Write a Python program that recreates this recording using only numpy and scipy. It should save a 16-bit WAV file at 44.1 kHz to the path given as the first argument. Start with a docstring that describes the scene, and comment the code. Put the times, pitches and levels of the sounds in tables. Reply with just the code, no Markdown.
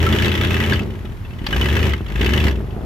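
"""A parked V8 blipped three times at a roadside, heard from behind the rear wheel.
Each bank of four fires unevenly into its own pipe: thumps, burbling gas and a tone at the firing rate.
A rasp of gas follows each thump, mostly from the near pipe, and rings the tailpipe; lone pops sound
off the throttle. Road noise lies underneath and swells at the end as a vehicle nears."""
import sys
import numpy as np
from scipy import signal
from scipy.fft import rfft, irfft
from scipy.io import wavfile
from scipy.ndimage import uniform_filter1d

SR = 44100
rng = np.random.default_rng(int(sys.argv[2]) if len(sys.argv) > 2 else 0)


def store_wav(level_fs):
    """Save 16-bit WAV to argv[1]."""
    pcm = np.round(np.clip(np.atleast_2d(level_fs), -1, 1) * 32767)
    wavfile.write(sys.argv[1], SR, pcm.T.astype(np.int16))


N = 125685
TIME_S = np.arange(N) / SR

# Engine load. Each row: time in seconds, then thump, tone, ring and hiss levels in dB before trims.
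LOAD = [(0.0, -19.5, -19.5, -16, -44), (0.02, -18.5, -17.5, -25.5, -43), (0.28, -19.5, -19.5, -23.5, -40.5),
        (0.29, -21.5, -19.5, -24.5, -44), (0.71, -21, -19.5, -26.5, -42.5), (0.73, -17.5, -32, -23, -44.5),
        (0.78, -25.5, -14.5, -26, -46.5), (0.82, -21.5, -40, -37, -57), (0.86, -25.5, -34, -53.5, -60.5),
        (1.28, -45, -33.5, -57, -71.5), (1.32, -37.5, -52, -57, -70), (1.45, -28, -23.5, -33, -60),
        (1.47, -32, -43, -23.5, -46.5), (1.48, -27.5, -33, -32, -49.5), (1.57, -21.5, -18, -24, -43),
        (1.9, -20.5, -16.5, -29, -43.5), (1.92, -23, -16.5, -22, -48), (1.94, -20, -16, -27, -52.5),
        (1.97, -27.5, -29, -47, -58.5), (2.03, -33.5, -30.5, -46, -63.5), (2.18, -24, -19.5, -38.5, -49),
        (2.21, -19.5, -18, -25, -44), (2.48, -20, -14, -26.5, -43), (2.54, -24.5, -19, -42.5, -57),
        (2.64, -26, -27, -65, -70.5), (2.67, -35.5, -29, -48, -74), (2.83, -26, -35.5, -61, -76),
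        (2.85, -16, -30, -45, -68)]
THUMP_COL, TONE_COL, RING_COL, HISS_COL = 1, 2, 3, 4
# Cylinders in firing order. Each row: relative thump in dB, relative rasp in dB.
CYLINDERS = [(-0.5, 1.5), (3, -7), (-2.5, -3), (1, 0.5), (0, -12), (-0.5, -2), (-1, -8.5), (-0.5, -10)]


def amp(db):
    return 10 ** (np.asarray(db) / 20)


def unit_rms(x):
    return x / np.sqrt(np.mean(x ** 2) + 1e-20)


def at_hz(points, hz):
    """Interpolate (Hz, value) rows over log frequency."""
    point_hz, value = np.transpose(points)
    return np.interp(np.log(hz + 1), np.log(point_hz + 1), value)


def load_db(column):
    """One load column at every sample."""
    columns = np.transpose(LOAD)
    return np.interp(TIME_S, columns[0], columns[column])


def coloured(x, spectrum):
    """Minimum-phase filter from (Hz, dB) rows."""
    log_gain = np.log(amp(at_hz(spectrum, abs(np.fft.fftfreq(16384, 1 / SR)))))
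    taps = np.fft.ifft(np.exp(np.conj(signal.hilbert(log_gain)))).real[:6000]
    return signal.oaconvolve(np.atleast_2d(x), taps[None], axes=1)[:, :N]


def resonate(x, hz, width_hz):
    """Two-pole resonance, near unity gain at its peak."""
    radius, angle = np.exp(-np.pi * width_hz / SR), 2 * np.pi * hz / SR
    poles = [1, -2 * radius * np.cos(angle), radius ** 2]
    return 2 * (1 - radius) * np.sin(angle) * signal.lfilter([1], poles, x)


def clicks(times_s, sizes):
    return np.bincount(np.clip(np.round(times_s * SR).astype(int), 0, N - 1), sizes, N)


def puffs(times_s, sizes, rise_s, fall_s):
    """A short envelope at each time."""
    t = np.arange(0, .1, 1 / SR)
    envelope = (1 - np.exp(-t / rise_s)) * np.exp(-t / fall_s)
    return abs(signal.oaconvolve(clicks(times_s, sizes), envelope)[:N])


def levelled(x, db):
    """Hold the running RMS to a level curve, whatever the firing rate."""
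    power = uniform_filter1d(uniform_filter1d((x ** 2).mean(0), 6000), 6000)
    return amp(db) * x / np.sqrt(power + 1e-12)


def stereo_noise():
    """White noise, alike on both sides in the bass and apart in the treble."""
    # Each row: frequency in Hz, left-right correlation.
    correlation = [(60, 0.85), (180, 0.66), (550, 0.91), (1650, 0.17), (4970, 0.53), (15000, 0.31)]
    left, other = rfft(rng.standard_normal((2, N)), axis=1)
    shared = at_hz(correlation, np.fft.rfftfreq(N, 1 / SR))
    right = shared * left + np.sqrt(1 - shared ** 2) * other
    return irfft(np.array([left, right]), N, axis=1)


def road_noise():
    """Distant traffic wash, and a vehicle drawing near."""
    # Noise spectra. Each row: frequency in Hz, relative level in dB.
    wash_spectrum = [(18, -22), (30, -30), (59, -3), (90, 0.5), (457, -28), (835, -28.5), (1880, -33.5),
                     (4960, -47), (10100, -56), (11200, -46), (15700, -57)]
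    car_spectrum = [(100, -39), (300, 1), (700, 5), (1200, -7), (2500, -33), (6000, -51)]
    wash_db, car_end_db, rise_db_per_s = -30, -37, 46
    wash = amp(wash_db) * unit_rms(coloured(stereo_noise(), wash_spectrum))
    car_db = car_end_db - rise_db_per_s * (N / SR - TIME_S)
    return wash + amp(car_db) * unit_rms(coloured(stereo_noise(), car_spectrum))


def reflections(x, level_db, t60_s):
    """Kerb, road and bodywork scatter the sound, differently for each side."""
    delay_s = np.arange(60, 8000) / SR
    shape = (2, len(delay_s))
    taps = rng.choice([-1., 1.], shape) * (rng.random(shape) < .05) * amp(-60 * delay_s / t60_s)
    taps /= np.linalg.norm(taps, axis=1)[:, None]
    return amp(level_db) * signal.oaconvolve(x, taps, axes=1)[:, :N]


def crank_firings():
    """Running count of firings, four to a turn."""
    # Each row: time in seconds, engine speed in rpm.
    speed = [(0.0, 1207.0), (0.25, 1266.0), (0.76, 1256.0), (1.05, 672.0), (1.25, 540.0), (1.4, 532.0),
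             (1.6, 947.0), (1.8, 1228.0), (1.92, 1083.0), (2.1, 746.0), (2.2, 860.0), (2.4, 1182.0),
             (2.5, 1031.0), (2.62, 798.0), (2.85, 630.0)]
    start_count = -2.15
    firing_hz = np.interp(TIME_S, *np.transpose(speed)) * 4 / 60
    return start_count + np.cumsum(firing_hz) / SR


def firings():
    """Time and cylinder of each firing."""
    count = crank_firings()
    number = np.arange(np.ceil(count[0]), count[-1])
    return np.interp(number, count, TIME_S), number.astype(int) % len(CYLINDERS)


def gas_bursts(times_s, sizes, steady_hiss):
    """Gas noise as broad hiss and as tailpipe rings, which each burst excites differently."""
    # Tailpipe modes. Each row: frequency in Hz, width in Hz, gain in dB.
    modes = [(1322, 41.5, -2.5), (1672, 130, -1.5), (1969, 130, -2.5), (2160, 86, -8.5), (2657, 63, -1.5),
             (2960, 106, -2), (3363, 360, -8.5), (4560, 440, -13.5)]
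    # Spectra of the hiss and of the band around the rings. Each row: frequency in Hz, gain in dB.
    hiss_spectrum = [(320, -40), (550, -1.5), (738, -16), (803, -3.5), (1490, -9), (1690, 0), (2330, -4),
                     (3000, -4.5), (4970, -21.5), (5410, -16.5), (9740, -29.5), (13800, -21), (15700, -34)]
    ring_band = [(600, -36), (1200, -2.5), (3500, 1.5), (6000, -16), (15000, -47)]
    rise_s, spread_db = 0.0012, 6.5
    drive_db = spread_db * rng.standard_normal((len(times_s), len(modes)))
    gas = stereo_noise()
    envelope = unit_rms(puffs(times_s, sizes, rise_s, fall_s=0.0046)) + steady_hiss
    hiss = coloured(envelope * stereo_noise(), hiss_spectrum)
    rings = 0
    for k, (hz, width_hz, db) in enumerate(modes):
        drive = puffs(times_s, sizes * amp(drive_db[:, k]), rise_s, fall_s=0.0076)
        rings += amp(db) * resonate(drive * gas, hz, width_hz)
    return unit_rms(hiss), unit_rms(coloured(rings, ring_band))


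def overrun_pops():
    """Lone gas bursts while the engine coasts."""
    # Each row: start in seconds, relative peak in dB.
    pops = [(1.052, -23), (1.246, -30), (1.258, -34), (1.306, -28), (1.385, -21.5), (1.416, -29),
            (1.4407, -19), (2.084, -17), (2.1, -21.5), (2.1555, -12), (2.183, -19), (2.556, -44)]
    hiss_rms_db, ring_rms_db = -57, -51
    times_s, peak_db = np.transpose(pops)
    hiss, rings = gas_bursts(times_s, amp(peak_db), steady_hiss=0)
    return amp(hiss_rms_db) * hiss + amp(ring_rms_db) * rings


def exhaust_rasp(times_s, cylinder):
    """A gas burst at every firing, strongest from the near bank."""
    uneven_db, hiss_trim_db, ring_trim_db = 1.2, 16, -1
    sizes = amp(np.transpose(CYLINDERS)[1][cylinder] + uneven_db * rng.standard_normal(len(times_s)))
    hiss, rings = gas_bursts(times_s, sizes, steady_hiss=amp(-4))
    hiss = levelled(hiss, load_db(HISS_COL) + hiss_trim_db)
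    return hiss + levelled(rings, load_db(RING_COL) + ring_trim_db)


def firing_tone():
    """Both pipes add up at the firing rate."""
    trim_db, lead_cycles = -2, 0.13
    phase_rad = 2 * np.pi * (crank_firings() + lead_cycles)
    return amp(load_db(TONE_COL) + trim_db) * np.sqrt(2) * np.cos(phase_rad)


def exhaust_thumps(times_s, cylinder):
    """Pressure pulses of both banks with turbulent gas behind each; lumpier off the throttle."""
    # Spectra of the two pipes and the burbling gas. Each row: frequency in Hz, gain in dB.
    near_pipe = [(20, -47), (40, -9), (60, -16), (85, 0), (120, 2.5), (160, -7.5), (210, -1.5), (280, -11),
                 (350, -7), (430, -9.5), (550, -23), (800, -27.5), (1500, -27), (4000, -91)]
    far_pipe = [(20, -37.5), (45, -2), (80, 2), (140, -7), (220, -8), (350, -15), (500, -27), (1200, -48.5),
                (4000, -73)]
    burble_spectrum = [(40, -32.5), (100, -11), (210, -2), (280, -8.5), (350, -2), (430, -6.5), (550, -16),
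                       (900, -22.5), (1500, -35.5), (4000, -72.5)]
    lead_s, far_lag_s, jitter_s = 0.00302, 0.0021, 0.00041
    idle_below_db, burble_db = -28, -6
    level_db = load_db(THUMP_COL)
    size_draw, time_draw = rng.standard_normal((len(times_s), 2)).T
    uneven_db = np.where(level_db[(times_s * SR).astype(int)] < idle_below_db, 5, 1.5)
    sizes = amp(np.transpose(CYLINDERS)[0][cylinder] + uneven_db * size_draw)
    starts_s = times_s - lead_s + jitter_s * time_draw
    near_bank = np.isin(cylinder, [0, 2, 3, 5])
    near = coloured(clicks(starts_s, sizes * near_bank), near_pipe)
    far = coloured(clicks(starts_s + far_lag_s, sizes * ~near_bank), far_pipe)
    turbulence = puffs(starts_s, sizes, rise_s=0.0014, fall_s=0.013) * stereo_noise()
    burble = coloured(turbulence, burble_spectrum)
    return levelled(unit_rms(near + far) + amp(burble_db) * unit_rms(burble), level_db)


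def scene():
    """Engine, reflections and road, with phase and level offsets between the sides."""
    # Each row: frequency in Hz, phase lead of the left side in radians.
    left_lead = [(0, 0.085), (60, 0.22), (400, 0.014), (1380, 0.91), (3360, 0.48), (15000, 1.84)]
    # Each row: frequency in Hz, left minus right level in dB.
    balance = [(60, 0.5), (180, 1.5), (550, -2.5), (1650, 3), (4970, 1), (15000, -1)]
    times_s, cylinder = firings()
    engine = exhaust_thumps(times_s, cylinder) + firing_tone()
    engine += exhaust_rasp(times_s, cylinder) + overrun_pops()
    mix = engine + reflections(engine, level_db=-12.5, t60_s=0.16) + road_noise()
    hz, side = np.fft.rfftfreq(N, 1 / SR), np.array([[.5], [-.5]])
    side_gain = np.exp(1j * side * at_hz(left_lead, hz)) * amp(side * at_hz(balance, hz))
    return irfft(rfft(mix, axis=1) * side_gain, N, axis=1)


def record(dry):
    """Steep low-pass."""
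    cutoff_hz = 15700
    taps = signal.firwin(511, cutoff_hz, window=("kaiser", 9), fs=SR)
    return signal.oaconvolve(dry, taps[None], "same")


dry = scene()
out = record(dry)
store_wav(out)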